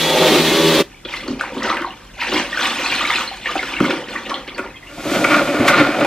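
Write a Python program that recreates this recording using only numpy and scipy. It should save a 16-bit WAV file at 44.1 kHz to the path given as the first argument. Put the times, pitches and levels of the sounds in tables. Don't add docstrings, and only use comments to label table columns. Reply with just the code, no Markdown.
import sys
import numpy as np
from scipy import signal
from scipy.fft import rfft, irfft, next_fast_len
from scipy.io import wavfile

SR = 44100
rng = np.random.default_rng(int(sys.argv[2]) if len(sys.argv) > 2 else 0)


def store_pcm(level_fs):
    pcm = np.round(np.clip(level_fs, -1, 1) * 32767).astype(np.int16)
    wavfile.write(sys.argv[1], SR, np.atleast_2d(pcm).T)


N = 267466

VACUUM_STOP_S = 0.8194
SPIN_START_S, SPIN_UP_S = 4.809, 0.32
SWELL_RISE_DB = 30
GRAZE_S = .012
CONTACT_T60_S, LANDING_T60_S = 0.03, 0.068

# (frequency [Hz], width [Hz], relative level [dB])
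TUB_MODES = [(129, 9.2, -13), (203, 50, -4.5), (248.7, 41.4, -2), (306.5, 35.6, 0.5), (379, 67, -2.5),
             (538, 43, -0.5), (568, 36.5, 1.5), (680, 144, -6)]
# (frequency [Hz], width [Hz], relative level [dB])
BASKET_MODES = [(893, 20, 8.5), (1120, 130, 10.5), (1292, 70, 14), (1416, 42, 18), (1534, 45, 12),
                (1760, 400, 6), (2137, 50, 10), (2223, 45, 10), (2299, 38, 13), (2422, 55, 10.5),
                (2750, 450, 3), (3074, 50, 8), (3550, 500, 1), (4140, 1500, -4)]
# (frequency [Hz], width [Hz], relative level [dB])
FLOOR_RESONANCE = (123, 24, 0)


def from_db(db):
    return 10 ** (np.asarray(db) / 20)


def rms_one(x):
    return x / np.sqrt(np.mean(x ** 2) + 1e-20)


def seconds(size=N):
    return np.arange(size) / SR


def in_time(rows):
    s, *columns = np.transpose(rows)
    return [np.interp(seconds(), s, column) for column in columns]


def fade_in(at_s, length_s):
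    return np.clip((seconds() - at_s) / length_s + .5, 0, 1)


def swell(at_s, rise_s, hold_s, fall_db_per_s):
    t = seconds() - at_s
    rising_db = SWELL_RISE_DB * np.minimum(t, 0) / rise_s
    return rising_db - fall_db_per_s * np.maximum(t - hold_s, 0)


def colour(x, spectrum):
    hz, db = np.transpose(spectrum)
    size = next_fast_len(len(x))
    bins = np.maximum(np.arange(size // 2 + 1) * SR / size, 1)
    gain = from_db(np.interp(np.log(bins), np.log(hz), db))
    return irfft(rfft(x, size) * gain, size)[:len(x)]


def band(x, spectrum):
    (low, low_db), (high, high_db) = spectrum[0], spectrum[-1]
    return rms_one(colour(x, [(low / 2, low_db - 40), *spectrum, (high * 2, high_db - 40)]))


def drift(rate):
    knots = rng.standard_normal(4000)
    return rms_one(np.interp(seconds() * rate, np.arange(len(knots)), knots))


def noise(flutter_db=0, rate=60):
    return rng.standard_normal(N) * from_db(flutter_db * drift(rate))


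def grains(per_s, spread_db):
    sizes = from_db(spread_db * np.minimum(rng.exponential(1, N), 4))
    return sizes * rng.choice([-1, 1], N) * (rng.random(N) < per_s / SR)


def resonate(x, modes):
    out = 0
    for k, (hz, width, db) in enumerate(modes):
        r = np.exp(-np.pi * width / SR)
        poles = [1, -2 * r * np.cos(2 * np.pi * hz / SR), r * r]
        ring = signal.lfilter([1, 0, -1], poles, x + 1e-18)
        out = out + (-1) ** k * from_db(db) * (1 - r * r) / 2 * ring
    return out


def low_pass(x, hz):
    return signal.sosfilt(signal.butter(2, hz, fs=SR, output="sos"), x)


def add(track, at_s, sound):
    start = max(round(at_s * SR), 0)
    track[start:start + len(sound)] += sound[:max(N - start, 0)]


def blow(t60, chatter):
    graze_db = -14
    lead = round(GRAZE_S * SR)
    t = (np.arange(SR // 5) - lead) / SR
    fade_db = np.where(t < 0, graze_db + SWELL_RISE_DB * t * SR / lead, -60 * t / t60)
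    return (t == 0) + chatter * rng.standard_normal(len(t)) * from_db(fade_db)


def struck(force, modes, centre_hz, focus_db=9):
    focused = [(hz, width, db - focus_db * abs(np.log2(hz / centre_hz))) for hz, width, db in modes]
    ring = resonate(force, focused)
    return ring / abs(ring).max()


def room(x, width, t60, wet_db):
    right_lag_samples = 1
    t = seconds(size=SR // 2)
    tails = rng.standard_normal((2, len(t))) * from_db(-60 * t / t60) * (t > .003)
    tails /= np.linalg.norm(tails, axis=1, keepdims=True)
    reflected = from_db(wet_db) * signal.fftconvolve(x, tails[0])[:N]
    mid = (x + reflected) / np.hypot(1, from_db(wet_db))
    side = colour(signal.fftconvolve(x, tails[1])[:N], width)
    return np.array([mid + side, np.roll(mid, right_lag_samples) - side])


def ambience():
    # (frequency [Hz], relative level [dB])
    quiet = [(20, -49), (35, 4), (48, 11.5), (65, -7), (110, -1.5), (300, -4.5), (600, -17), (2000, -41),
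             (6000, -28.5), (13000, -35.5)]
    # (frequency [Hz], side minus mid [dB])
    spread = [(50, -40), (100, -27.5), (1000, 10.5), (4000, 9), (9000, 2)]
    mid, side = (from_db(-44.5) * band(noise(), quiet) for _ in range(2))
    return mid + colour(side, spread) * [[1], [-1]]


def motor_whine():
    # (time [s], pitch [Hz], level [dB])
    fan_tone = [(0, 3385, -22.5), (.09, 3392, -22), (.13, 3425, -20.5), (.17, 3455, -31),
                (.22, 3375, -20.5), (.3, 3435, -27), (.42, 3410, -36), (.55, 3422, -26.5),
                (.68, 3404, -23.5), (.78, 3410, -36)]
    # (mean pitch [Hz], level at the start [dB], change [dB/s])
    thin_tones = [(1136, -44, 14), (1863, -40, 12), (2347, -39, 0), (2595, -37, 7), (3079, -38, 0),
                  (3317, -35, 8), (3553, -37, 0), (3758, -34, 0), (3890, -34, -10), (4301, -41, 0),
                  (11283, -45.5, 0)]
    wander_hz = 4
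    age = np.minimum(seconds(), VACUUM_STOP_S)
    fan_hz, fan_db = in_time(fan_tone)
    out = from_db(fan_db) * np.sin(2 * np.pi * np.cumsum(fan_hz) / SR)
    for hz, db, change in thin_tones:
        phase = 2 * np.pi * np.cumsum(hz + wander_hz * drift(30)) / SR
        out = out + from_db(db + change * age + 2 * drift(15)) * np.sin(phase)
    return out


def roller_hum(turn):
    # (time [s], hum level [dB], overtone tilt [dB per octave above the second order])
    roller = [(0, -19.5, -9), (.15, -21, -8), (.3, -19.5, -6), (.47, -19.5, -3), (.55, -18.7, .5),
              (.64, -17, 1.5), (.8, -19, .5)]
    # (multiple of the turning rate, relative level [dB])
    orders = [(1, -26), (2, -7), (3, -8), (4, -2.5), (5, 0), (7, -6.5), (10, -18), (11, -17), (12, -17),
              (14, -17)]
    hum_db, bite_db = in_time(roller)
    hum = 0
    for k, db in orders:
        order_db = db + bite_db * np.log2(max(k / 2, 1)) + 2 * drift(19.9)
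        hum = hum + from_db(order_db) * np.sin(k * turn + rng.uniform(0, 2 * np.pi))
    return from_db(hum_db) * hum


def wand(x):
    # (delay at the start [s], change of delay [s/s], level [dB])
    reflections = [(.0031, .0004, -10), (.0062, -.0003, -8), (.0083, .0002, -8)]
    t = seconds()
    out = x
    for delay_s, change, db in reflections:
        out = out + from_db(db) * np.interp(t - delay_s - change * t, t, x)
    return out


def floor_head_noise(turn):
    # (time [s], bristle level before trim [dB], air level before trim [dB])
    pushing = [(0, -26, -17.5), (.12, -22.5, -20.5), (.23, -15, -17), (.28, -16, -16.5),
               (.35, -11.5, -15.5), (.43, -18.5, -17.5), (.54, -17, -18.5), (.64, -20, -18.5),
               (.8, -13, -17)]
    # (frequency [Hz], relative level [dB])
    head = [(30, -34), (70, -16), (120, -23), (160, 0.5), (200, -4), (270, 1), (360, 6), (440, -1),
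            (520, -1.5), (620, -5), (720, -11.5), (880, -12), (1100, -8.5), (2000, -23.5)]
    # (frequency [Hz], relative level [dB])
    stream = [(500, 10.5), (800, -11), (1100, 2), (1500, 2), (2000, 6.5), (2800, 6), (3400, 7.5),
              (4000, 5.5), (5300, -2.5), (6300, -3.5), (8000, -8.5), (11000, -11.5), (14500, -13),
              (15500, -17)]
    # (frequency [Hz], width [Hz], relative level [dB])
    whistles = [(511, 23, 5.5), (629, 14, 4), (767, 40, -0.5), (905, 16, 4), (1225, 19, -6)]
    head_db, air_db = in_time(pushing)
    gap_db = -17.5 + swell(0.13, rise_s=0.49, hold_s=0.13, fall_db_per_s=44)
    bristles = band(noise(flutter_db=0.5) * (1 + 0.11 * np.cos(turn)), head)
    air = band(wand(noise(flutter_db=0.8) * (1 + 0.034 * np.cos(turn))), stream)
    leak = from_db(gap_db) * rms_one(resonate(noise(), whistles))
    return from_db(head_db - 1.0) * bristles + from_db(air_db - 0.3) * air + leak


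def vacuum():
    # (frequency [Hz], side minus mid [dB])
    spread = [(60, -54), (110, -56), (200, -67), (380, -61), (700, -43), (1290, -86), (2380, -17.5),
              (4390, -5.5), (8110, -1), (15000, 1)]
    turns_per_s = 80.9
    echo_db, echo_fall_db_per_s = -15.5, 351
    turn = 2 * np.pi * np.cumsum(turns_per_s * (1 + .002 * drift(20))) / SR
    mid = roller_hum(turn) + motor_whine() + floor_head_noise(turn)
    side = colour(floor_head_noise(turn), spread)
    running = 1 - fade_in(VACUUM_STOP_S, 0.021)
    since_stop = np.clip(seconds() - VACUUM_STOP_S, 0, 1)
    echo = from_db(echo_db - echo_fall_db_per_s * since_stop)
    return np.maximum(running, echo) * (mid + side * [[1], [-1]])


def floor_thumps():
    # (time [s], peak level [dB])
    treads = [(3.8053, -15), (5.5971, -13.5)]
    out = np.zeros(N)
    for s, db in treads:
        force = blow(LANDING_T60_S, chatter=0.025)
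        add(out, s - GRAZE_S, from_db(db) * struck(force, [FLOOR_RESONANCE], FLOOR_RESONANCE[0]))
    return out


def squeaks():
    # (time [s], length [s], starting pitch [Hz], glide [Hz/s], level before roughness [dB])
    slips = [(4.697, .025, 2500, 0, -38), (4.741, .022, 2080, 4000, -30), (4.757, .016, 3230, 3000, -28),
             (4.758, .03, 2500, 6000, -36), (4.823, .025, 2120, -1500, -30), (4.858, .03, 2180, 2500, -38),
             (4.863, .04, 2720, 4000, -35), (5.295, .045, 2400, -2500, -22), (5.315, .05, 1290, -1500, -19),
             (5.684, .03, 1450, -1000, -11), (5.724, .03, 1300, -1500, -11), (5.752, .025, 1420, 0, -15),
             (5.754, .03, 4080, 0, -24), (5.785, .04, 2320, -3000, -15)]
    attack_s, fade_db = .004, -13
    unsteady = 1 + .03 * drift(400)
    out, t = np.zeros(N), seconds(size=SR // 5)
    for s, length_s, hz, glide, db in slips:
        pitch = (hz + glide * t) * unsteady[int(s * SR):][:len(t)]
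        shape = (1 - np.exp(-t / attack_s)) * from_db(db + fade_db * (t / length_s) ** 2)
        add(out, s, shape * np.sin(2 * np.pi * np.cumsum(pitch) / SR))
    return out * from_db(3 * drift(180))


def rustles():
    # (time [s], length [s], centre [Hz], rms before shaping [dB])
    drags = [(3.441, 0.054, 2330, -23.5), (3.718, 0.035, 2600, -27), (4.146, .045, 1620, -27),
             (4.248, 0.027, 2780, -30), (4.468, 0.038, 2820, -30.5)]
    span = 1.15
    out = np.zeros(N)
    for s, length_s, hz, db in drags:
        size = int(length_s * SR)
        snags = grains(per_s=2500, spread_db=1.5)[:size]
        crackle = band(snags, [(hz / span, 0), (hz * span, 0)])
        add(out, s, from_db(db) * crackle * np.sqrt(np.hanning(size)))
    return out


def spatters():
    # (time [s], centre [Hz], peak level [dB])
    smacks = [(1.278, 4940, -27), (1.311, 5200, -33), (1.395, 2800, -22), (1.4107, 6740, -25.5),
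              (1.581, 3370, -23), (1.631, 4870, -18), (1.661, 5200, -23), (1.697, 3400, -14.5),
              (1.77, 2180, -12.5), (2.924, 2800, -18), (3.579, 3380, -12.5), (3.63, 2270, -19),
              (3.91, 2980, -13), (4.295, 4600, -22), (5.68, 3300, -12)]
    t60_s, span = 0.039, 1.21
    out, t = np.zeros(N), seconds(size=SR // 20)
    for s, hz, db in smacks:
        burst = rng.standard_normal(len(t)) * from_db(-60 * t / t60_s)
        smack = band(burst, [(hz / span, 0), (hz * span, 0)])
        add(out, s, from_db(db) * smack / abs(smack).max())
    return out


def knocks():
    # (time [s], clack before trim [dB], thud before trim [dB], clack centre [Hz], thud centre [Hz])
    hits = [(1.051, -18, -29, 3180, 360), (1.278, -21, -20, 899, 290), (1.4105, -17, -25.5, 1420, 689),
            (1.565, -21, -22.5, 934, 250), (2.322, -11.5, -23, 870, 323), (3.5565, -13.5, -22.5, 1150, 316),
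            (3.628, -11.5, -28, 1540, 406), (3.802, -5, -38, 1270, 300), (3.841, -11, -19, 1250, 310),
            (3.853, -16, -28, 1340, 310), (3.9051, -7, -36, 1730, 333), (4.0844, -19, -53, 2880, 300),
            (4.295, -17, -30, 3000, 520), (4.307, -14.5, -38, 1120, 517), (4.4769, -19.5, -30.5, 3020, 310),
            (4.58, -13, -29.5, 1520, 520), (4.5912, -11, -22, 1220, 333), (5.243, 1, -19, 1380, 570),
            (5.5991, -9, -10, 914, 325), (5.68, 4.5, -37, 1450, 304), (6.0479, -7.5, -11.5, 3030, 610)]
    out = np.zeros(N)
    for s, clack_db, thud_db, clack_hz, thud_hz in hits:
        force = blow(CONTACT_T60_S, chatter=0.27)
        crack = low_pass(force, 4000)
        clack = struck(force, BASKET_MODES, clack_hz) + from_db(-23) * crack / abs(crack).max()
        thud = struck(force, TUB_MODES, thud_hz, focus_db=18.0)
        add(out, s - GRAZE_S, from_db(clack_db - 1.5) * clack + from_db(thud_db + 6.5) * thud)
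    return out


def landing():
    landing_s = 3.8045
    bottom_hz, bottom_t60_s, bottom_db = 254.6, 0.2, -21
    out, t = np.zeros(N), seconds(size=SR // 2)
    add(out, landing_s, from_db(bottom_db - 60 * t / bottom_t60_s) * np.sin(2 * np.pi * bottom_hz * t))
    force = blow(LANDING_T60_S, chatter=0.041)
    boom = struck(force, TUB_MODES, 221, focus_db=13.0)
    add(out, landing_s - GRAZE_S, from_db(-2.5) * boom)
    return out


def bumps():
    # (time [s], peak level [dB], centre [Hz])
    soft_blows = [(5.053, -12.5, 300), (5.113, -10, 252), (5.16, -14, 238), (5.409, -7.5, 500),
                  (5.543, -8.5, 551.4), (5.622, -9, 280), (5.652, -7, 540), (5.755, -15, 280),
                  (5.819, -12, 560), (5.872, -13, 625), (5.885, -8, 310), (6.0, -8.5, 560)]
    out = np.zeros(N)
    for s, db, hz in soft_blows:
        force = blow(CONTACT_T60_S, chatter=0.096)
        add(out, s - GRAZE_S, from_db(db) * struck(force, TUB_MODES, hz, focus_db=12.5))
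    return out


def pedalling():
    # (time of full force [s], rise [s], hold [s], gear drive [dB])
    pushes = [(5.14, .08, 0.018, -25.5), (5.31, 0.083, 0.038, -14), (5.743, 0.35, 0.075, -14),
              (6.06, 0.3, .05, -19.5)]
    release_db_per_s = 152
    rumble_db, coasting_db = -19.5, -25.5
    rumble_growth = 1.17
    rumble_follows, flung_follows = 0.27, 0.25
    damp_db, soaked_extra_db, drying_s = -40, 15.5, 0.61
    age = seconds() - SPIN_START_S
    speed_db = 28.5 * np.clip(age / SPIN_UP_S - 1, -1, 0)
    drive = 0
    for s, rise_s, hold_s, db in pushes:
        drive = drive + from_db(db + swell(s, rise_s, hold_s, release_db_per_s)) ** 2
    surge_db = 10 * np.log10(1 + drive / from_db(coasting_db) ** 2)
    soaked_db = soaked_extra_db * np.exp(-np.maximum(age - SPIN_UP_S, 0) / drying_s)
    squirt_db = -13 + swell(5.685, rise_s=.045, hold_s=0, fall_db_per_s=650)
    flung_db = np.maximum(damp_db + speed_db + soaked_db + flung_follows * surge_db, squirt_db)
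    tub_db = rumble_db + rumble_growth * speed_db + rumble_follows * surge_db
    return tub_db, coasting_db + speed_db + surge_db, flung_db


def wringer():
    # (frequency [Hz], gain [dB])
    unbalance = [(130, -3), (190, -2), (300, 1), (420, -3.5), (560, -0.5), (800, 1.5)]
    # (frequency [Hz], gain [dB])
    flung = [(2000, 1), (3400, 2.5), (4500, -2.5), (6000, -4.5), (8000, -6.5), (10000, -12.5), (13500, -10),
             (15500, -24)]
    teeth_per_s, wobble_per_s = 290, 13.0
    rumble_db, gear_db, spray_db = pedalling()
    sway = np.sin(2 * np.pi * np.cumsum(wobble_per_s * (1 + 0.07 * drift(4.12))) / SR)
    tooth = np.floor(np.cumsum(teeth_per_s * (1 + .15 * drift(30))) / SR)
    teeth = rms_one(np.diff(tooth, prepend=0) * rng.normal(1, 0.31, N))
    shake_db = 1.2 * sway + .8 * drift(32)
    shaking = (teeth * 0.52 + noise(flutter_db=2.5)) * from_db(shake_db)
    tub = rms_one(resonate(colour(shaking, unbalance), TUB_MODES))
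    boards = rms_one(resonate(shaking, [FLOOR_RESONANCE]))
    rumble = tub + from_db(-20.5) * boards
    contacts = teeth + rms_one(grains(per_s=180, spread_db=2)) + .4 * noise()
    rattle = rms_one(low_pass(resonate(contacts, BASKET_MODES), 5000))
    spray = band(rms_one(grains(per_s=3600, spread_db=2.0)) + noise(flutter_db=0.5), flung)
    spin = from_db(rumble_db) * rumble + from_db(gear_db + 1.3 * sway) * rattle
    spin = spin + from_db(spray_db - 2.5) * spray
    return spin * fade_in(SPIN_START_S, 0.039)


def stirring():
    # (time of full strength [s], rise [s], hold [s], slosh [dB], splashing [dB], spray [dB]), before trims
    strokes = [(1.087, 0.026, 0.07, -39.5, -32, -32), (1.26, 0.13, 0.032, -27.5, -35, -39),
               (1.394, 0.016, 0.0034, -46, -25.5, -36), (1.548, 0.2, 0.023, -26.5, -38, -37.5),
               (1.625, 0.055, 0.11, -23, -24.5, -33.5), (1.765, .05, 0.027, -29.5, -27, -52),
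               (2.218, 0.09, 0.06, -37, -23.5, -30), (2.317, 0.086, 0.058, -20.5, -23.5, -23.5),
               (2.628, 0.24, 0.038, -29.5, -22.5, -23), (2.788, 0.82, 0.41, -29, -25, -24.5),
               (3.317, 0.14, .07, -46, -43, -38), (3.465, 0.16, 0.26, -33.5, -33.5, -31),
               (3.847, 0.23, 0.06, -24, -25, -29), (3.9, .05, 0.024, -18.5, -29, -37),
               (4.127, 0.21, 0.017, -31.5, -35, -35.5), (4.274, 0.31, 0.085, -31, -34, -40.5),
               (4.57, 0.38, 0.077, -34, -34.5, -55)]
    settle_db_per_s = 132
    lapping_db, lapping_db_per_s = -19, 78
    power = 1e-12
    for s, rise_s, hold_s, *levels_db in strokes:
        surge = from_db(swell(s, rise_s, hold_s, settle_db_per_s))
        lapping = from_db(lapping_db + swell(s, rise_s, hold_s, lapping_db_per_s))
        power = power + np.outer(from_db(levels_db) ** 2, surge ** 2 + lapping ** 2)
    calm = from_db([[-73], [-49.5], [-53]])
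    return 10 * np.log10(power + calm ** 2)


def bubble(hz, db, cycles):
    attack_s = 0.0018
    t = seconds(size=SR // 14)
    age = t * hz / cycles
    rise = 0.081 * rng.lognormal(0, .6)
    phase = 2 * np.pi * np.cumsum(hz * (1 + rise * np.minimum(age, 2))) / SR
    return from_db(db + 4.5 - 41.1 * age) * (1 - np.exp(-(t / attack_s) ** 2)) * np.sin(phase)


def plops(splash_db):
    # (time [s], starting pitch [Hz], level before bubble gain [dB], ring length [cycles])
    large_bubbles = [(0.943, 2290, -38.5, 170), (1.049, 3280, -14, 38), (1.138, 2020, -3.5, 13.7),
                     (1.28, 4450, -12.5, 29), (1.282, 277, -20, 3.6), (1.304, 263, -13, 14),
                     (1.4097, 1450, 10.5, 6.1), (1.575, 250, -21, 8.9), (1.695, 3750, -9, 27),
                     (1.701, 1130, 7.5, 7.1), (1.714, 1255, -6.5, 31), (1.769, 1880, -10, 32),
                     (1.845, 1066, -7, 15), (1.863, 3890, -22, 35), (1.905, 2760, -20, 38),
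                     (2.61, 1280, -5.5, 13), (2.703, 3510, -12, 36), (2.794, 517, -22.5, 27),
                     (2.844, 4070, -12, 46), (2.865, 4300, -9.5, 45), (2.96, 4030, -13, 37),
                     (3.04, 1295, -5, 13), (3.158, 3980, -5.5, 38), (3.199, 3250, -14, 43),
                     (3.21, 1080, -11, 15), (3.787, 2130, -8, 18), (2.223, 1300, -14.5, 24),
                     (2.337, 299, -15.5, 24), (2.365, 324, -18.5, 20), (2.395, 259, -20.5, 16),
                     (2.412, 1570, -19, 47), (2.528, 1830, -11, 38), (2.573, 1510, -3.5, 20),
                     (2.657, 2520, -11, 33), (2.785, 2400, -15, 36), (2.859, 2570, -0.5, 24),
                     (2.922, 2370, -0.5, 19.6), (3.009, 1175, -6, 15), (3.05, 2190, -6, 32),
                     (3.073, 3710, -6, 32), (3.099, 1190, -5.5, 17.5), (3.104, 1930, 8.5, 11),
                     (3.155, 2510, -0.5, 21), (3.183, 1380, -6.5, 15), (3.276, 4090, -8, 38),
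                     (3.313, 760, -21.5, 24), (3.457, 1800, -8.5, 29), (3.49, 1137, -14.5, 27),
                     (3.554, 724, -7.5, 13.5), (3.592, 2115, -6, 27), (3.738, 2330, -5.5, 20),
                     (3.765, 2710, -9, 33), (4.16, 1890, -8.5, 27), (4.315, 1098, -13.5, 37),
                     (4.342, 3060, 4, 13), (4.546, 4460, -20, 47), (4.039, 3050, -21.5, 38),
                     (4.181, 4200, -24, 36), (4.341, 3940, -9, 26), (4.644, 3200, -39, 35),
                     (4.698, 3900, -32, 33), (1.232, 2800, -25, 42), (1.474, 748, -22, 11),
                     (1.579, 3050, -16.5, 32), (1.676, 1280, -8, 17), (1.834, 1170, -21, 11),
                     (2.828, 2680, -19, 30), (2.992, 1330, -15, 16), (3.125, 2680, -16, 20),
                     (3.713, 1180, -21.5, 19), (3.77, 2200, -12, 30), (3.824, 292, -10.5, 16),
                     (4.153, 1131, -20.5, 50), (4.329, 1260, -25, 11), (4.358, 1140, -21, 14)]
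    fragments, fragment_s, fragment_db, fragment_octaves = 3, .03, -13, 0.33
    drips_per_s, drip_hz, drip_octaves, drip_cycles = 110, 2422, 0.642, 30
    drip_db, drip_spread_db = 1.5, 1
    out = np.zeros(N)
    for s, hz, db, cycles in large_bubbles:
        add(out, s, bubble(hz, db, cycles))
        for late, pitch in zip(rng.random(fragments), rng.standard_normal(fragments)):
            fragment = bubble(hz * 2 ** (fragment_octaves * pitch), db + fragment_db, cycles)
            add(out, s + fragment_s * late, fragment)
    times = VACUUM_STOP_S + np.cumsum(rng.exponential(1, size=900)) / drips_per_s
    chance = np.clip(rng.standard_normal(size=(900, 2)), -2, 2)
    for s, (pitch, strength) in zip(times, chance):
        if s < SPIN_START_S:
            db = splash_db[int(s * SR)] + drip_db + drip_spread_db * strength
            add(out, s, bubble(drip_hz * 2 ** (drip_octaves * pitch), db, drip_cycles))
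    return out


def bubbling(per_s, low_hz, high_hz, cycles, spread_db, count):
    attack_ratio = 2.5
    clicks, dealt = grains(per_s, spread_db), rng.integers(0, count, N)
    out = 0
    for k, hz in enumerate(np.geomspace(low_hz, high_hz, count)):
        width = np.log(1000) / np.pi * hz / cycles
        swelling = resonate(clicks * (dealt == k), [(hz, attack_ratio * width, 0)])
        out = out + resonate(swelling, [(hz, width, 0)])
    return rms_one(out)


def water(slosh_db, splash_db, spray_db):
    # (frequency [Hz], gain [dB])
    slosh_curve = [(80, -2), (130, -8), (170, -9), (250, -2), (315, 3.5), (420, -7.5), (540, -2.5),
                   (700, -14.5), (1000, -4.5)]
    # (frequency [Hz], gain [dB])
    splash_curve = [(400, -5), (650, -4), (900, -0.5), (1150, 0.5), (1450, -2.5), (2000, 0.5), (2600, -7),
                    (3300, -14.5), (4300, -18), (6000, -23.5), (9000, -56)]
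    # (frequency [Hz], gain [dB])
    spray_curve = [(1500, 9.5), (3000, 5), (4500, -4.5), (6000, -10), (8000, -14.5), (10000, -17.5),
                   (13000, -12), (15500, -22)]
    lift_s, shallow_hz, shallow_db = 1.9, 147, -3
    gurgles = bubbling(per_s=400, low_hz=136.4, high_hz=814, cycles=9.5, spread_db=-1.0, count=16)
    slosh = band(gurgles, slosh_curve)
    shallow = colour(slosh, [(shallow_hz, shallow_db), (2 * shallow_hz, 0)])
    slosh = slosh + fade_in(lift_s, .2) * (shallow - slosh)
    cloud = bubbling(per_s=900, low_hz=550, high_hz=6000, cycles=24, spread_db=3.1, count=44)
    splash = band(cloud + from_db(-15) * noise(), splash_curve)
    droplets = bubbling(per_s=1300, low_hz=2400, high_hz=9000, cycles=48, spread_db=3.2, count=32)
    spray = band(droplets + from_db(-5) * noise(flutter_db=2.5), spray_curve)
    wet = from_db(slosh_db - 2.0) * slosh + from_db(splash_db - 0.5) * splash
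    wet = wet + from_db(spray_db + 1.0) * spray
    gushes = from_db(1.2 * drift(35))
    ending = 1 - fade_in(SPIN_START_S + SPIN_UP_S, 0.055)
    return wet * gushes * fade_in(VACUUM_STOP_S, 0.011) * ending


def scene():
    # (frequency [Hz], side minus mid [dB])
    water_spread = [(60, -26), (110, -41), (200, -48), (380, -21), (700, -78), (1290, -22), (2380, -16.5),
                    (4390, -8), (8110, -0.5), (15000, 0)]
    # (frequency [Hz], side minus mid [dB])
    wringer_spread = [(60, -37), (110, -45), (200, -67), (380, -47), (700, -41), (1290, -42), (2380, -20),
                      (4390, -5), (8110, -5), (15000, -9)]
    room_t60_s = 0.27
    slosh_db, splash_db, spray_db = stirring()
    wet = water(slosh_db, splash_db, spray_db) + plops(splash_db) + spatters() + rustles()
    hard = knocks() + landing() + floor_thumps() + squeaks()
    mopping = room(wet + hard, water_spread, room_t60_s, wet_db=-4.5)
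    spinning = room(wringer() + bumps(), wringer_spread, room_t60_s, wet_db=-8.0)
    return ambience() + vacuum() + mopping + spinning


def record(dry):
    rounded = dry / (1 + (dry / .9) ** 6) ** (1 / 6)
    return signal.sosfilt(signal.ellip(10, .1, 90, 15600, fs=SR, output="sos"), rounded)


dry = scene()
out = record(dry)
store_pcm(out)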